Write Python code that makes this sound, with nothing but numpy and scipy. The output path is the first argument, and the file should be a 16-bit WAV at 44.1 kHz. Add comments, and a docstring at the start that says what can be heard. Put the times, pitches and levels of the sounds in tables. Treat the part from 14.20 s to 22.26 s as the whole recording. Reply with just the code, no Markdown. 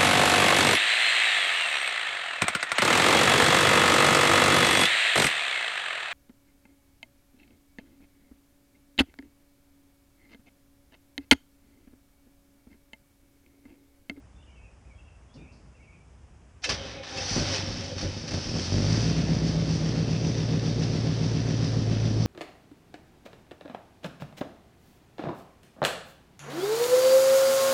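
"""An open garage, heard from the drive on one microphone. A bird sings outside while the pedal of an old
V8 truck is pumped twice. The starter clanks in and grinds, its gear teeth rattling the housing, and
single cylinders cough into the cold pipe. Then all eight catch and idle unevenly, their puffs sounding
the resonances of pipe and garage under the clatter of the valve gear. Far traffic and leaves lie behind."""
import sys
import numpy as np
from scipy import signal
from scipy.fft import rfft, irfft
from scipy.io import wavfile
from scipy.ndimage import uniform_filter1d

SR = 44100
rng = np.random.default_rng(int(sys.argv[2]) if len(sys.argv) > 2 else 0)


def dump_mix(stems):
    """Bounce the given channels to the path in sys.argv[1] as a 16-bit WAV at rate SR."""
    frames = np.atleast_2d(stems).T  # one column per channel
    limited = np.clip(frames, -1, 1)  # hard clip at full scale
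    pcm = np.round(limited * 32767).astype(np.int16)
    wavfile.write(sys.argv[1], SR, pcm)


N = 355446

# The exhaust as it reaches the drive. Each row: time in seconds, level in dB.
EXHAUST = [(2.47, -62), (2.5, -40), (2.89, -56), (2.99, -45), (3.22, -47), (3.3, -36.5), (3.57, -40.5),
           (3.75, -41.5), (3.95, -42.5), (4.07, -38), (4.2, -39.5), (4.43, -32), (4.5, -30), (4.56, -24.5),
           (4.68, -22), (4.8, -25), (5.1, -25), (5.7, -26), (7.4, -25.5), (8.06, -23.5)]
# The firing order. Each row: strength in dB, lag of the exhaust path in ms, bank 0 or 1.
CYLINDERS = [(-.1, -1, 1), (-2.2, .09, 0), (-.8, -.07, 0), (-.5, .51, 1), (2.2, .35, 0), (1.9, .08, 1),
             (-1.2, .87, 1), (-.6, -1.23, 0)]
# The hard front of each cylinder's puff. Each entry, in firing order: strength in dB.
FRONT_DB = [-28, -15, -34, -27, -36, -24, -17, -27]
# The engine warming. Each row: time in seconds, firing scatter in dB, loose gas in dB, heat from 0 to 1.
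WARMING = [(4.3, 3.5, 1.5, 0), (4.5, 1.5, -8, 0), (4.62, 1.3, -11, 0), (4.76, 1.1, -12, 1),
           (5.2, 1, -13, 1), (6, .8, -13, 1)]
# The deep note, strongest while the revs change. Each row: time in seconds, level in dB.
DEEP_NOTE = [(4.45, -55), (4.56, -40), (4.9, -38), (5.3, -40), (5.75, -49), (7.3, -50), (7.65, -42),
             (8.06, -40)]
def exhaust(firings):
    """Each cylinder puffs, a little early or late, into its bank's pipe; turbulent gas fills the gaps."""
    cough_s, _, _, surge_db = np.transpose(COUGHS)
    level = undb(curves(EXHAUST, left=-120)[0]) + surges(cough_s, surge_db, t60=.21, rise=.0094)
    scatter_db, gas_db, heat = curves(WARMING)
    cycles = firings / len(CYLINDERS)

    due = np.flatnonzero(np.diff(np.floor(firings)))
    cylinder = np.floor(firings[due + 1]).astype(int) % len(CYLINDERS)
    strength_db, lag_ms, bank = np.array(CYLINDERS)[cylinder].T
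    jitter, uneven_db = rng.standard_normal((1000, 2))[:len(due)].T * scatter_db[due]
    arrival = np.clip(due + (lag_ms + .15 * jitter) * SR / 1000, 0, N - 1).astype(int)
    banks, fronts = np.zeros((2, N)), np.zeros(N)
    banks[bank.astype(int), arrival] = undb(strength_db + uneven_db)
    fronts[arrival] = undb(np.array(FRONT_DB)[cylinder] + uneven_db)
    puffs = banks.sum(axis=0)

    cold = pipe(puffs, damping=2.2, cold=True)
    cold = colour(cold, [(35, -16), (58, -3), (75, 0)])  # the open end radiates little deep bass
    throb = undb(1.6 * swing(cycles + .09))  # the warm note sags once a cycle
    tone = even(heat * throb * even(warm_pipes(banks, fronts)) + (1 - heat) * even(cold))
    gas = undb(gas_db + 1.5 * swing(cycles + .28)) * loose_gas(heat)
    deep = even(band(band(puffs, hz=51, width=27), hz=51, width=27))
    return level * (tone + gas) + undb(curves(DEEP_NOTE, left=-120)[0]) * deep


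# Resonances of the warm exhaust. Each row: pitch in Hz, width in Hz, gain from bank 0, gain from bank 1.
# A negative gain swings in the opposite sense.
WARM_PIPES = [(59.8, 8.9, .03, .015), (82.8, 4, -.6, -.73), (107.1, 26.9, .82, .6), (113.4, 15.5, -1, -.48),
              (159, 29.9, -.32, .17), (160.9, 11.8, .455, -.68), (199.8, 5.1, -.19, -.3),
              (231, 9, -.09, -.12), (275, 6, .13, -.17), (320, 14, -.08, -.02), (375, 14, .04, -.05),
              (406, 8.5, .09, .02), (466, 8, -.07, -.05), (527, 10, -.07, -.03), (590, 12, -.04, .01),
              (704, 14, .025, -.02)]
def warm_pipes(banks, fronts):
    """Both banks ring the warm pipes, and the front of each puff makes a broad knock."""
    ring = sum(band(gain0 * banks[0] + gain1 * banks[1], hz, width)
               for hz, width, gain0, gain1 in WARM_PIPES)
    knock = band(band(fronts, hz=236.5, width=74), hz=236.5, width=148)
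    return lowpass(ring + knock, hz=900, order=2)  # warm puffs have rounded edges


# Resonances of pipe and garage. Each row: pitch in Hz, width in Hz before damping, gain in dB.
PIPE = [(63, 75, -16), (108.2, 17.7, -6), (112, 4.1, -1.5), (153.8, 14.8, -8), (196, 4.6, -12),
        (224, 7.6, -9), (305, 50, -17.5), (309.6, 2.9, -11), (384, 20, -25), (407.4, 2.9, -14),
        (462, 24, -29.5), (516, 4.9, -17), (560, 15.7, -20.5), (685, 670, -37.5)]
def pipe(x, damping, cold=False):
    """Neighbouring resonances swing in opposite sense; sound is slower in cold gas, so the main one drops."""
    main, cold_hz = np.argmax(np.array(PIPE)[:, 2]), 88.7
    return sum((-1) ** k * undb(db) * band(x, cold_hz if cold and k == main else hz, width * damping)
               for k, (hz, width, db) in enumerate(PIPE))


def loose_gas(heat):
    """Turbulence rushes through the pipe, whose resonances broaden with the heat."""
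    noise = rng.standard_normal(N)
    gas = heat * pipe(noise, damping=7) + (1 - heat) * pipe(noise, damping=2, cold=True)
    return unit(colour(gas, [(30, -12), (60, 0)]))


# Coughs from the garage before the engine catches. Each row: start in seconds, blast level in dB,
# thump level in dB, surge of the exhaust in dB.
COUGHS = [(3.109, -35, -28, -31), (3.162, -26.5, -27, -24.5), (3.19, -33.5, -36, -33),
          (3.479, -44, -30, -53), (3.825, -38.5, -27, -27.5), (4.118, -34.5, -31, -32),
          (4.254, -40.5, -28, -40), (4.351, -35, -39, -26), (4.53, -45, -31, -45)]
def coughs():
    """A lone firing: a sharp puff, a blast of gas in the cold pipe, a deep thump as the block rocks."""
    out, t = np.zeros(N), np.arange(SR) / SR
    for start, blast_db, thump_db, _ in COUGHS:
        gas = burst(0, t60=.35, rise=.0015, size=SR) * rng.standard_normal(SR)
        gas[90] += 25  # the sharp puff
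        blast = unit_peak(pipe(gas, damping=7.2, cold=True), window=900)
        thump = burst(0, t60=.3, rise=.02, size=SR) * np.sin(2 * np.pi * (45 * t - 40 * t ** 2))
        at = int(start * SR)
        out[at:at + SR] += undb(blast_db) * blast + undb(thump_db) * thump
    return out


# Gears and valves. Each row: time in seconds, relative level in dB, relative brightness in dB.
CLATTER = [(2.42, -57, -1), (2.44, -38, 2), (2.6, -39.5, -6), (2.72, -37.5, -6), (2.82, -45, -8),
           (2.9, -39.5, -3), (2.99, -36, -2), (3.16, -30.5, 1), (3.26, -33, -2), (3.36, -30, 0.5),
           (3.42, -33, -3), (3.72, -42, -1), (4.05, -41.5, -1), (4.4, -37, 0), (4.78, -35, -0.5),
           (5.15, -38.5, -2.5), (5.28, -38.5, -1), (5.43, -39, -3), (5.55, -39, 0), (5.75, -39, -3),
           (5.98, -40.5, -2), (6.08, -40, -1), (6.4, -39.5, -2.5), (6.47, -39, -2), (6.56, -40, -1),
           (6.9, -39, -3), (7.05, -39, -1.5), (7.22, -40, -2.5), (7.45, -39.5, -1.5), (7.68, -40.5, -2.5),
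           (7.87, -40, -1.5), (8.06, -42.5, -0.5)]
# Their spectrum at the microphone. Each row: frequency in Hz, relative level in dB.
CLATTER_COLOUR = [(410, -31), (700, -3), (1010, -9), (1910, -8), (2710, -11), (3100, -7.5), (3350, -7.5),
                  (3650, -7), (4100, -9), (4600, -5.5), (5300, -6.5), (5850, -6.5), (6830, -21.5),
                  (10200, -35.5), (11100, -49), (14400, -88), (22000, -120)]
def clatter(firings):
    """Dense metal ticks faintly ring the steel; they swell once a cycle and with each valve."""
    level_db, bright_db = curves(CLATTER, left=-120)
    bright_db = bright_db + 3 + .3 * walk(8.3)
    noise = rng.standard_normal(N)
    spikes_db = 2.5 * np.minimum(rng.exponential(size=N // 40 + 1), 3.5).repeat(40)[:N]
    ticks = unit(noise * undb(spikes_db))
    shares_db = [2 * np.log2(hz / 5000) + 3 * walk(9) for hz, *_ in STEEL]
    ring = unit(steel(ticks, shares_db, damping=4))  # oiled parts ring shorter
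    rattle = unit(colour(rng.standard_normal(N) + .81 * ticks + .32 * ring, CLATTER_COLOUR))
    treble = colour(rattle, [(3600, -38), (4300, 2)])
    beat_db = .9 * swing(firings / len(CYLINDERS) + .06) + .34 * swing(firings - .3) + .49 * walk(25)
    level = (undb(level_db) + jolts()) * undb(beat_db - 2)
    return level * (rattle + (undb(bright_db) - 1) * treble)


def jolts():
    """How hard clanks and coughs shake the loose parts."""
    clank_s, *_, rattle_db = np.transpose(CLANKS)
    cough_s, blast_db, _, _ = np.transpose(COUGHS)
    return (surges(clank_s, rattle_db, t60=.19, rise=.0023)
            + surges(cough_s, blast_db - 19.5, t60=.18, rise=.0094))


# The starter's hum from the drive. Each row: time in seconds, relative level in dB.
STARTER_HUM = [(2.46, -49), (2.516, -37.5), (2.56, -49), (2.694, -46), (2.73, -55), (2.756, -44.5),
               (2.888, -55.5), (2.986, -42), (3.092, -51), (3.172, -43.5), (3.372, -38), (3.39, -45),
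               (3.664, -50.5), (3.868, -45.5), (4.018, -62), (4.05, -49)]
# Resonances of its housing. Each row: pitch in Hz, width in Hz, relative level in dB.
HOUSING = [(264.7, 22, -8), (307, 13, -11), (389, 34, -9), (503.6, 21, -6), (553, 34, -3), (797.5, 22, -10),
           (1520, 70, -17), (2200, 130, -16), (2540, 110, -12), (3090, 200, -13)]
def starter():
    """Gear teeth rattle the housing, whose wavering hums come and go with the load."""
    release_s, run_down_db_per_s = 4, 44
    n = np.arange(N)
    run_down_db = run_down_db_per_s * np.maximum(n / SR - release_s, 0)
    hum = 0
    for hz, width, db in HOUSING:
        note = unit(band(band(rng.standard_normal(N), hz, width), hz, 2 * width))
        flicker_db = 3.5 * walk(14)
        drifting_note = np.interp(n + np.cumsum(.02 * walk(8)), n, note)
        hum = hum + undb(db + flicker_db) * drifting_note
    return undb(curves(STARTER_HUM, left=-120)[0] + 5 - run_down_db) * unit(hum)


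# Pinion, starter and loose steel. Each row: start in seconds, gain in dB, added gain of the ring in dB,
# pitch region struck in Hz, thump level in dB, level of the rattle after it in dB.
CLANKS = [(2.439, -31.5, 5, 2550, -62, -56), (2.491, -33, 3, 5360, -36.5, -23),
          (2.831, -65, -3, 4500, -60, -37.5), (2.972, -39.5, 4.5, 3080, -41, -46),
          (3.778, -48, 0, 4470, -57, -39), (3.809, -52, 1, 4800, -53, -40), (4.077, -46, 0, 5000, -55, -39),
          (4.109, -47, 4, 3300, -57.5, -42.5), (4.135, -49, 5, 3300, -60, -42),
          (4.38, -44, -10, 4500, -43, -54), (5.27, -50, 3, 5500, -70, -47),
          (6.62, -47, 3, 5200, -68, -45.5), (7.44, -50, 3, 4600, -70, -47)]
def clanks():
    """A short scrape of steel on steel rings the parts near the blow and jolts the block."""
    out, n = np.zeros(N), SR // 2
    for start, db, ring_db, struck_hz, thump_db, _ in CLANKS:
        scrape = lowpass(rng.standard_normal(n), hz=7400, order=3) * burst(0, t60=.055, rise=.007, size=n)
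        octaves_away = np.abs(np.log2(np.array(STEEL)[:, 0] / struck_hz))
        ring = unit_peak(steel(scrape, -5 * octaves_away), window=400)
        rasp = band(band(band(scrape, 2200, 3500), 2200, 4500), 3000, 6000)
        thump = burst(.01, t60=.79, rise=.0097, size=n) * np.sin(2 * np.pi * 64 * np.arange(n) / SR)
        at = int(start * SR)
        out[at:at + n] += undb(db) * (rasp + undb(ring_db) * ring) + undb(thump_db) * thump
    return out


# The engine's steel parts. Each row: pitch in Hz, relative level in dB, t60 in seconds before damping.
STEEL = [(1760, -4, .04), (2100, -10, .04), (2210, -9, .05), (2480, -10, .05), (2627, 4, .05),
         (3060, -8, .04), (3650, -6, .05), (4016, -9, .05), (4500, -5, .05), (4970, -4, .05),
         (5329, 1, .06), (5860, -3, .05), (6266, -8, .04)]
def steel(x, shares_db, damping=1):
    """Each part takes its share of the blow and rings at its own pitch."""
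    return sum(undb(db + share_db) * np.sqrt(t60) * band(x, hz, damping * np.log(1000) / np.pi / t60)
               for (hz, db, t60), share_db in zip(STEEL, shares_db))


# The pedal in the cab, faint from the drive. Each row: start in seconds, tick level in dB,
# thud level in dB, t60 of the tick in seconds.
PEDAL = [(1.138, -59.5, -45.5, 0.24), (1.318, -65, -61.5, 0.64)]
def pedal():
    """The linkage ticks and the floor of the cab thuds."""
    tick = unit(band(band(rng.standard_normal(N), 4900, 1500), 5000, 1500))
    thud = unit(band(band(rng.standard_normal(N), 180, 250), 180, 300))
    return sum(undb(tick_db) * burst(start, t60, rise=.002) * tick
               + undb(thud_db) * burst(start + .0065, 2.7 * t60, rise=.01) * thud
               for start, tick_db, thud_db, t60 in PEDAL)


# A bird some way off. Each row: start in seconds, length in seconds, first and last pitch in Hz,
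# level in dB.
BIRD_NOTES = [(.15, .035, 3450, 3600, -73), (.19, .05, 3580, 3480, -74), (.18, .065, 2680, 3060, -68),
              (.25, .06, 2700, 3060, -68), (.28, .07, 2520, 2200, -70), (.35, .06, 2720, 2500, -64),
              (.42, .06, 2700, 2450, -64), (.31, .07, 3040, 3030, -71), (.35, .1, 2190, 2260, -73),
              (.645, .045, 2350, 2620, -73), (.695, .045, 2450, 2150, -65), (.745, .045, 3100, 3270, -73),
              (.78, .045, 2760, 2640, -64), (.85, .04, 2760, 2640, -64), (.8, .13, 3250, 3230, -82),
              (.89, .08, 2670, 2650, -73), (1.08, .07, 3300, 3650, -73), (1.16, .07, 3400, 3720, -72),
              (1.16, .035, 2950, 2300, -65), (1.2, .05, 2330, 2720, -65), (1.26, .055, 2360, 2720, -64),
              (1.2, .12, 2340, 2290, -71), (1.32, .06, 2700, 2650, -74), (1.54, .04, 2600, 2820, -69),
              (1.59, .05, 2190, 2240, -65), (1.62, .04, 2850, 2300, -66), (1.67, .05, 2280, 2220, -63),
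              (1.72, .05, 2650, 2230, -66), (1.555, .03, 2850, 2300, -69), (1.71, .025, 2900, 2300, -68),
              (1.77, .07, 2280, 2350, -71)]
def bird():
    """Slurred whistles, smeared by echoes from trees and walls."""
    song, waver = np.zeros(N), 1 + .022 * walk(200)
    for start, length, from_hz, to_hz, db in BIRD_NOTES:
        at, progress = int(start * SR), np.linspace(0, 1, int(length * SR))
        note = slice(at, at + len(progress))
        hz = (from_hz + (to_hz - from_hz) * progress) * waver[note]
        envelope = np.abs(np.sin(np.pi * progress)) ** .45
        song[note] += np.sqrt(2) * undb(db) * envelope * np.sin(2 * np.pi * np.cumsum(hz) / SR)
    echo = rng.standard_normal(SR // 2) * 1000 ** (-np.arange(SR // 2) / SR / .33)  # t60 of 0.33 s
    return song + undb(-30) * signal.fftconvolve(song, echo)[:N]


# The open air around the microphone. Each row: frequency in Hz, relative level in dB.
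YARD_COLOUR = [(12, -45), (20, -23.5), (59, 5.5), (86, -1.5), (357, -19), (789, -22), (1790, -29.5),
               (2810, -32), (4290, -44), (4890, -36.5), (6380, -36), (8310, -39), (11100, -48),
               (14400, -91), (22000, -120)]
def yard():
    """Far traffic and leaves; the rumble wavers."""
    air = colour(rng.standard_normal(N), YARD_COLOUR)
    rumble = colour(air, [(150, -47), (300, -42)])
    return undb(-52.5) * unit(air + (undb(2.3 * walk(9)) - 1) * rumble)


def undb(db):
    return 10 ** (np.asarray(db) / 20)


def unit(x):
    return x / np.sqrt(np.mean(x ** 2))


def unit_peak(x, window):
    """Bring the loudest stretch of `window` samples to an RMS of 1."""
    return x / np.sqrt(np.max(uniform_filter1d(x ** 2, size=window)))


def even(x):
    """Hold the slow level at 1."""
    return x / np.sqrt(uniform_filter1d(x ** 2, size=SR // 3) + 1e-14)


def curves(table, left=None):
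    """Table rows joined by straight lines, one value a sample."""
    times, *columns = np.transpose(table)
    return [np.interp(np.arange(N) / SR, times, column, left=left) for column in columns]


def swing(turns):
    return np.cos(2 * np.pi * turns)


def band(x, hz, width):
    """One resonance, gain 1 at its centre."""
    return signal.lfilter(*signal.iirpeak(hz, hz / max(width, 1.), fs=SR), x)


def lowpass(x, hz, order):
    return signal.sosfilt(signal.butter(order, hz, fs=SR, output="sos"), x)


def colour(x, points):
    """Shape the spectrum by (Hz, dB) points."""
    hz, db = np.transpose(points)
    bins_hz = np.maximum(np.arange(N // 2 + 1) * SR / N, 1)
    return irfft(rfft(x) * undb(np.interp(np.log(bins_hz), np.log(hz), db)), N)


def walk(rate):
    """Random levels held 1 / rate s and slewed twice; spread near 1."""
    hold = int(SR / rate)
    steps = np.repeat(rng.standard_normal(N // hold + 1), hold)
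    return 1.28 * uniform_filter1d(uniform_filter1d(steps, hold), hold)[:N]


def burst(start, t60, rise, size=N):
    """Envelope of a blow; times in seconds."""
    t = np.maximum(np.arange(size) / SR - start, 0)
    return (1 - np.exp(-t / rise)) * np.exp(-np.log(1000) * t / t60)


def surges(starts, levels_db, t60, rise):
    """Summed envelopes of several blows."""
    return sum(undb(db) * burst(start, t60, rise) for start, db in zip(starts, levels_db))


# Crank speed, from cranking to idle. Each row: time in seconds, firings a second (eight to a cycle).
FIRING_RATE = [(2.45, 12), (2.8, 20), (3.16, 24), (3.84, 24), (4.14, 30), (4.37, 42), (4.53, 48),
               (4.66, 51), (4.75, 56), (4.95, 63), (5.25, 62.05), (5.45, 61), (5.65, 59.6), (5.85, 58.9),
               (6.25, 58.25), (7.25, 57.8), (7.45, 57), (7.65, 55.6), (8.06, 55)]
def scene():
    """Garage and yard from one spot on the drive; the crank times both exhaust and valves."""
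    rate, = curves(FIRING_RATE, left=0)
    firings = np.cumsum(rate) / SR
    firings -= firings[int(6.3538 * SR)]  # the first cylinder is due at this moment
    mono = exhaust(firings) + coughs() + clatter(firings) + starter() + clanks() + pedal() + bird() + yard()
    return np.array([mono, mono])


def record(dry):
    """One camera microphone on both channels, cut steeply above about 11 kHz."""
    return signal.sosfilt(signal.ellip(8, .2, 40, 11267, fs=SR, output="sos"), dry)


dry = scene()
out = record(dry)
dump_mix(out)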